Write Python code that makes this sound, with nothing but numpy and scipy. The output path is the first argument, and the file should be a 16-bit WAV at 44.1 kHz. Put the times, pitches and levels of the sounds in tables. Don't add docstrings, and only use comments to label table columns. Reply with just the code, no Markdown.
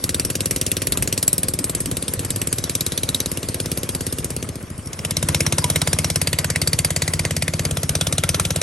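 import sys
import numpy as np
from scipy import signal
from scipy.fft import rfft, irfft, next_fast_len
from scipy.io import wavfile
from scipy.ndimage import uniform_filter1d

SR = 44100
rng = np.random.default_rng(int(sys.argv[2]) if len(sys.argv) > 2 else 0)


def to_wav(s):
    ch = np.atleast_2d(s).T
    pcm = np.round(np.clip(ch, -1, 1) * 32767)
    wavfile.write(sys.argv[1], SR, pcm.astype(np.int16))


def boost_factor(decibels):
    exponent = np.asarray(decibels, float) / 20
    return 10 ** exponent


N = 380141

# f/Hz, phase/rad
LEAD_SIDE = [(0, 0), (780, 0.3), (2070, -0.4), (2760, 0.3), (8180, 0.3), (8790, -0.3), (9730, -2.5),
             (10600, -3.5), (11700, -6.1), (12700, -6.6), (13400, -9.3), (14200, -9.4), (15200, -12.4),
             (16700, -12.8)]
# f/Hz, level/dB
TILT_SIDE = [(60, 0.59), (180, 0), (550, 0.37), (1650, 1.0), (4970, 1.0), (15000, 0.58)]
# f/Hz, likeness/0..1
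DIRECT = [(60, .95), (500, .96), (1300, .85), (2500, .92), (6000, .86), (8500, .995)]


def engine_side():
    # t/s, rate/(firings per s)
    speed = [(.0417, 19.037), (1.287, 19.713), (2.009, 17.84), (2.392, 17.94), (3.405, 17.597),
             (4.279, 16.764), (4.463, 15.896), (4.635, 13.516), (4.87, 12.322)]
    # t/s, exhaust pulse level/dB, gas crack level/dB, crack fullness/dB
    effort = [
        (.04, 0.5, -12, -12),
        (.75, -0.5, -11.5, -10.5),
        (1.4, -1.5, -11.5, -12),
        (2.0, -2.5, -17, -8),
        (2.8, -1.5, -12, -14.5),
        (3.4, -.6, -15.5, -8.5),
        (4.2, -0.5, -13.5, -11.5),
        (4.45, -1, -19, -7.5),
        (4.65, -1.5, -32.5, -17),
    ]
    # crack/dB, fullness/dB
    uneven = (1.3, 1.2)
    # f/Hz, level/dB
    colour = [(400, -10), (750, -12), (1000, -15.5), (2000, -6), (4000, -3), (4500, -3), (6500, -8.5),
              (8000, -6), (9300, -3.5), (10300, 8.5), (11500, -2), (12500, -14.5), (13800, -24),
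              (15400, -29.5), (16700, -52)]
    # (f/Hz, width/Hz, level/dB)
    rings = [
        (0, [(2730, 320, 3.5), (5100, 140, -10), (5800, 52, 12), (7300, 1900, 0)]),
        (1.2, [(4950, 790, -38), (7700, 130, 12), (8520, 240, 9.5), (9470, 370, 8.5)]),
        (2.55, [(2280, 180, 1), (3900, 370, 12), (6030, 320, 8.5), (7500, 490, 0)]),
        (3.22, [(2850, 150, 0), (4570, 110, -20), (6300, 270, 5), (8700, 310, -0.5)]),
    ]
    # f/Hz, level/dB, t60/s, sign
    pipe = [(91.5, -24.3, .07, 1), (194, -13.9, .016, 1), (359, -30.3, .035, -1)]
    # delay/s, f/Hz, length/cycles, level/dB
    knocks = [
        (.0003, 390, .5, -19.5),
        (.0065, 89, .39, -22),
    ]
    multiples = [9, 13, 15, 16, 19, 21, 24, 27, 30, 33]
    hum_db = [-46, -52, -44, -50, -45, -50, -49, -46, -51, -53]
    fired = firings(speed, effort, uneven)
    gas = cracks(fired, colour, rings, rise_s=0.0022, fall_s=0.0027, tail_db=-8.5, tail_s=0.012,
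                 crack_db=-2.0, ring_db=-3.5)
    pulses = thumps(fired, pipe, knocks, delay_s=.0082, soft_s=.0002, vary=.008)
    body = driven(hum(pulses, fired, multiples, hum_db), effort)
    return ports(gas + body, DIRECT, LEAD_SIDE, TILT_SIDE)


def engine_behind():
    # t/s, rate/(firings per s)
    speed = [(4.874, 17.021), (5.217, 16.785), (5.695, 17.02), (5.879, 17.61), (7.031, 17.275),
             (7.584, 17.604), (7.806, 16.179), (8.356, 18.865), (8.627, 17.984)]
    # t/s, exhaust pulse level/dB, gas crack level/dB, crack fullness/dB
    effort = [
        (4.87, -18, -26.5, -9),
        (5.05, -4.5, -16.5, -5),
        (5.3, 2, -10, -4.5),
        (5.85, 0.7, -10.5, -3.5),
        (6.4, -0.5, -13.5, -7),
        (6.85, 0, -11, -8),
        (7.65, -0.5, -16.5, -7.5),
        (8.0, 0.5, -9, -6.5),
        (8.6, .6, -12, -3),
    ]
    # crack/dB, fullness/dB
    uneven = (1.1, 1.2)
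    # f/Hz, level/dB
    colour = [(400, 0.5), (800, -1.5), (1000, -5), (2000, 1), (4000, 5), (4500, -5), (6500, -3.5),
              (8000, -8), (9300, -0.5), (10300, 5), (11500, -5.5), (12500, -19.5), (13800, -26),
              (15400, -37), (16700, -60)]
    # (f/Hz, width/Hz, level/dB)
    rings = [
        (4.8, [(978, 80, 5), (2155, 93, 5), (5570, 160, 7), (7850, 98, 6), (8930, 420, -2)]),
        (6.2, [(983, 60, 8), (2010, 500, 11), (4520, 170, 12), (7150, 170, -20), (7800, 390, 6)]),
        (7.7, [(1357, 81, 8.5), (3340, 240, -14), (5900, 330, -2), (8360, 300, -2)]),
    ]
    # f/Hz, level/dB, t60/s, sign
    pipe = [(91.4, -15.2, .09, 1), (154, -9.3, .05, 1), (337, -6.5, .12, -1)]
    # delay/s, f/Hz, length/cycles, level/dB
    knocks = [
        (.0004, 575, 1.0, -18.5),
        (.0065, 126, .43, -18.8),
    ]
    multiples = [9, 13, 15, 17, 20, 27]
    hum_db = [-45, -47, -51, -52, -51, -57]
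    # f/Hz, phase/rad
    lead_behind = [(0, 0), (1460, -0.1), (3190, 1.2), (6120, 0.2), (7920, 0.7), (8790, -0.3), (9730, -2.3),
                   (11700, -5.9), (12700, -6.7), (13400, -9.4), (14500, -9.6), (15200, -12.7),
                   (15700, -12.5), (16700, -13.5)]
    # f/Hz, level/dB
    tilt_behind = [(60, 0.3), (130, -1.5), (290, 2), (640, -0.2), (1410, -5), (3100, 0.8), (6820, 3),
                   (15000, -2)]
    fired = firings(speed, effort, uneven)
    gas = cracks(fired, colour, rings, rise_s=0.0025, fall_s=0.0037, tail_db=-13.5, tail_s=0.017,
                 crack_db=-1.5, ring_db=-3.0)
    pulses = thumps(fired, pipe, knocks, delay_s=.0084, soft_s=.0013, vary=.01)
    body = driven(hum(pulses, fired, multiples, hum_db), effort)
    return ports(gas + body, DIRECT, lead_behind, tilt_behind)


def firings(speed, effort, uneven):
    s, rate = np.transpose(speed)
    t = np.arange(s[0], s[-1], 1 / SR)
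    cycles = np.cumsum(np.interp(t, s, rate)) / SR
    times = np.interp(np.arange(int(cycles[-1]) + 1), cycles, t)
    at, _, crack_db, full_db = np.transpose(effort)
    luck = rng.standard_normal((len(times), 2)).clip(-2, 2) * uneven
    high_db = np.interp(times, at, crack_db) + luck[:, 0]
    low_db = high_db + np.interp(times, at, full_db) + luck[:, 1] - luck[:, 0] / 2
    return np.transpose([times, high_db, low_db])


def cracks(fired, colour, rings, rise_s, fall_s, tail_db, tail_s, crack_db, ring_db):
    t = np.arange(3000) / SR
    rise = np.sin(np.pi / 2 * np.clip(t / rise_s, 0, 1)) ** 2
    late = np.maximum(t - rise_s, 0)
    burst, tail = np.exp(-2 * late / fall_s), boost_factor(2 * tail_db) * np.exp(-2 * late / tail_s)
    shape = rise * np.sqrt(burst + tail)
    gas = noise(colour, patchy_db=2.8, flicker_db=.3, size=256)
    above_4500 = signal.firwin(255, 4500, pass_zero=False, fs=SR)
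    high = signal.oaconvolve(gas, above_4500[None], "same")
    low = gas - high
    gate = np.zeros((2, N))
    for s, high_db, low_db in fired:
        add(gate, s - .003, boost_factor([[high_db], [low_db]]) * shape)
        leak = boost_factor(low_db - 22.5) * np.hanning(500)
        add(gate[1], max(s - .012, 0), leak)
    out = boost_factor(crack_db) * (gate[0] * evened(high) + gate[1] * evened(low))
    starts = [round(s * SR) for s, _ in rings] + [N]
    for a, b, (_, modes) in zip(starts, starts[1:], rings):
        ring = np.zeros(len(t))
        for hz, width, db in modes:
            decay = np.exp(-np.pi * width * t)
            ring += boost_factor(db + ring_db) * width / SR * decay * np.cos(2 * np.pi * hz * t)
        add(out, a / SR, signal.oaconvolve(out[:, a:b], 2 * np.pi * ring[None]))
    return out


def thumps(fired, pipe, knocks, delay_s, soft_s, vary):
    t, out = np.arange(5000) / SR, np.zeros(N)
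    puff = np.exp(-.5 * ((t[:400] - t[200]) / soft_s) ** 2)
    puff /= puff.sum()
    for s, crack_db, _ in fired:
        luck = rng.standard_normal(5)
        ring = np.zeros(len(t))
        for k, (hz, level, t60, sign) in enumerate(pipe):
            tuned = hz * (1 + vary * luck[k])
            ring += sign * boost_factor(level - 60 * t / t60) * np.sin(2 * np.pi * tuned * t)
        add(out, s + delay_s - t[200], np.convolve(ring, puff))
        idle_db = .9 * min(crack_db + 19, 0)
        for k, (late, hz, cycles, level) in enumerate(knocks):
            u = (t[:1200] - t[600]) * hz * (1 + 2 * vary * luck[3 + k])
            kick = np.cos(2 * np.pi * u) * np.exp(-(u / cycles) ** 2)
            add(out, s + late - t[600], -boost_factor(level + idle_db * (k == 0)) * kick)
    return out


def hum(pulses, fired, multiples, hum_db):
    # t/s, level/dB
    shaft_load = [
        (0, -4),
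        (1.5, -1),
        (3, -5),
        (4.4, -2),
        (4.7, -10),
        (5.2, 6.5),
        (6.2, 3.5),
        (7.8, 3.5),
        (8.6, 2),
    ]
    out, times = pulses.copy(), fired[:, 0]
    turns = np.interp(np.arange(N) / SR, [times[0] - .054, *times], np.arange(len(times) + 1))
    running = uniform_filter1d(np.gradient(turns) > 0, size=2000, output=float)
    strength = running * curve(shaft_load, column=1)
    for multiple, db in zip(multiples, hum_db):
        spin = np.exp(2j * np.pi * multiple * turns)
        in_step = np.vdot(spin, out * running)
        drift = np.interp(np.arange(N), np.linspace(0, N, 40), rng.standard_normal(40))
        tone = np.sqrt(2) * boost_factor(db) * (spin * in_step / abs(in_step)).real
        out += strength * boost_factor(1.8 * drift) * tone
    return out


def driven(body, effort):
    low_cut = signal.butter(3, 60, "high", fs=SR, output="sos")
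    return signal.sosfilt(low_cut, body * curve(effort, column=1)) * np.array([[1], [.5]])


def deck():
    # t/s, f/Hz, peak level/dB, t60/s
    bumps = [(1.155, 85, -49, 0.22), (1.573, 150, -21, 0.068), (1.605, 279, -19, 0.098),
             (1.874, 270, -19, 0.14), (1.93, 249, -23, .1), (2.169, 103, -17, 0.21),
             (2.328, 103, -21, 0.39), (3.698, 76.4, -26, 0.33), (3.928, 79.5, -18, 0.099),
             (5.623, 990, -25, .06), (5.641, 977, -15, 0.079)]
    t, out = np.arange(12000) / SR, np.zeros((2, N))
    for s, hz, db, t60 in bumps:
        soft_start = 1 - np.exp(-t * hz)
        add(out[0], s, soft_start * boost_factor(db - 60 * t / t60) * np.sin(2 * np.pi * hz * t))
    return out


def water():
    # t/s, level/dB
    nearness = [
        (0, 0.5),
        (1.4, -1.5),
        (2.9, 2),
        (4.1, 0.5),
        (4.75, -5.5),
        (5.3, 1.5),
        (5.8, 3.5),
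        (6.3, 0),
        (8.62, 0.5),
    ]
    # f/Hz, level/dB
    spray_colour = [(1500, -16.5), (3000, -18), (5000, -14), (8000, -15.5), (9300, -10), (10300, 0),
                    (11500, -20), (12500, -58), (13500, -55)]
    # f/Hz, level/dB
    wash_colour = [(300, 5), (600, 2), (800, -8.5), (980, -3.5), (1100, -1.5), (1500, -6), (2200, -7),
                   (3500, -15), (6000, -54)]
    near = curve(nearness, column=1)
    hiss = boost_factor(-37.5) * near * noise(spray_colour, patchy_db=4.5, flicker_db=1.0)
    wash = boost_factor(-37.5) * near ** 0.65 * noise(wash_colour, patchy_db=1.0, flicker_db=3.0)
    return hiss + wash


def wind():
    # t/s, length/s, level over the calm/dB
    gusts = [(.4, .5, 3.5), (.95, 0.39, 7), (1.177, 0.052, 3.5), (1.56, 0.27, 2.5), (1.91, 0.091, 8.5),
             (2.25, 0.5, 3), (3.032, 0.12, 6), (3.71, .12, 1), (3.9, 0.23, 3), (4.38, .2, 5),
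             (4.75, .4, -5), (5.75, 0.41, 3.5), (7.97, 0.38, -1)]
    # f/Hz, level/dB
    rumble_colour = [(28, -34), (48, -3), (70, 0), (130, -4), (200, -9), (400, -20), (630, -22), (800, -30),
                     (1200, -40)]
    t = np.arange(N) / SR
    level_db = np.full(N, -36.5)
    for s, length, db in gusts:
        level_db += db * np.exp(-(2 * (t - s) / length) ** 2)
    return boost_factor(level_db) * noise(rumble_colour, patchy_db=2.0, flicker_db=2.5, size=1024)


def noise(colour, patchy_db, flicker_db, size=512):
    hop = size // 4
    frames, hz = N // hop + 5, np.fft.rfftfreq(size, 1 / SR)
    a, b, c, d, patches = rng.standard_normal((frames, len(hz), 5)).T
    patches = uniform_filter1d(patches, size=6, axis=0)
    patches = evened(uniform_filter1d(patches, size=16, axis=1))
    flicker = evened(uniform_filter1d(rng.standard_normal(frames), size=4))
    level_db = read(colour, hz)[:, None] + patchy_db * patches + flicker_db * flicker
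    z = np.array([a + 1j * b, c + 1j * d]) * boost_factor(level_db)
    return evened(signal.istft(z, nperseg=size, noverlap=size - hop)[1][:, :N])


def ports(x, likeness, lead, tilt):
    size = next_fast_len(N)
    hz, (a, b) = np.fft.rfftfreq(size, 1 / SR), rfft(x, size)
    c = np.clip(read(likeness, hz), 0, 1)
    half = boost_factor(read(tilt, hz) / 2) * np.exp(.5j * np.interp(hz, *np.transpose(lead)))
    same, apart = np.sqrt((1 + c) / 2) * a, np.sqrt((1 - c) / 2) * b
    return irfft([(same + apart) * half, (same - apart) / half], size)[:, :N]


def curve(rows, column):
    rows = np.asarray(rows)
    return boost_factor(np.interp(np.arange(N) / SR, rows[:, 0], rows[:, column]))


def read(points, hz):
    f, value = np.transpose(points)
    return np.interp(np.log(hz + 1), np.log(f + 1), value)


def evened(x):
    return x / np.sqrt(np.mean(x ** 2) + 1e-20)


def add(mix, s, sound):
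    part = mix[..., round(s * SR):][..., :sound.shape[-1]]
    part += sound[..., :part.shape[-1]]


def scene():
    # f/Hz, likeness/0..1
    diffuse = [(40, .86), (400, .88), (800, .72), (1500, .5), (3000, .6), (6500, .6), (8500, .97),
               (9500, .995)]
    engine = engine_side() + engine_behind()
    return engine + ports(wind() + water() + deck(), diffuse, LEAD_SIDE, TILT_SIDE)


def starved(x, luck_db):
    # f/Hz, level/dB
    floor = [(8000, -110), (9800, -68), (11500, -66), (13000, -59), (16300, -59), (16900, -20)]
    hz, _, z = signal.stft([x[0] + x[1], x[0] - x[1]], SR, nperseg=256)
    power = uniform_filter1d(abs(z) ** 2, size=7, axis=1)
    band_db = 10 * np.log10(uniform_filter1d(power, size=3, axis=2) + 1e-20)
    luck = rng.standard_normal((2, 1, z.shape[2] // 4 + 1))
    luck = np.repeat(luck, 4, axis=2)[..., :z.shape[2]]
    heard = band_db > read(floor, hz)[:, None] + luck_db * luck
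    both, apart = signal.istft(z * heard, SR, nperseg=256)[1][:, :N]
    return np.array([both + apart, both - apart]) / 2


def band_limit(x):
    return signal.sosfilt(signal.butter(12, 17130, fs=SR, output="sos"), x)


def record(dry):
    low_cut = signal.butter(2, 40, "high", fs=SR, output="sos")
    held = .78 * np.tanh(signal.sosfilt(low_cut, dry) / .78)
    return band_limit(starved(held, luck_db=5.5))


dry = scene()
out = record(dry)
to_wav(out)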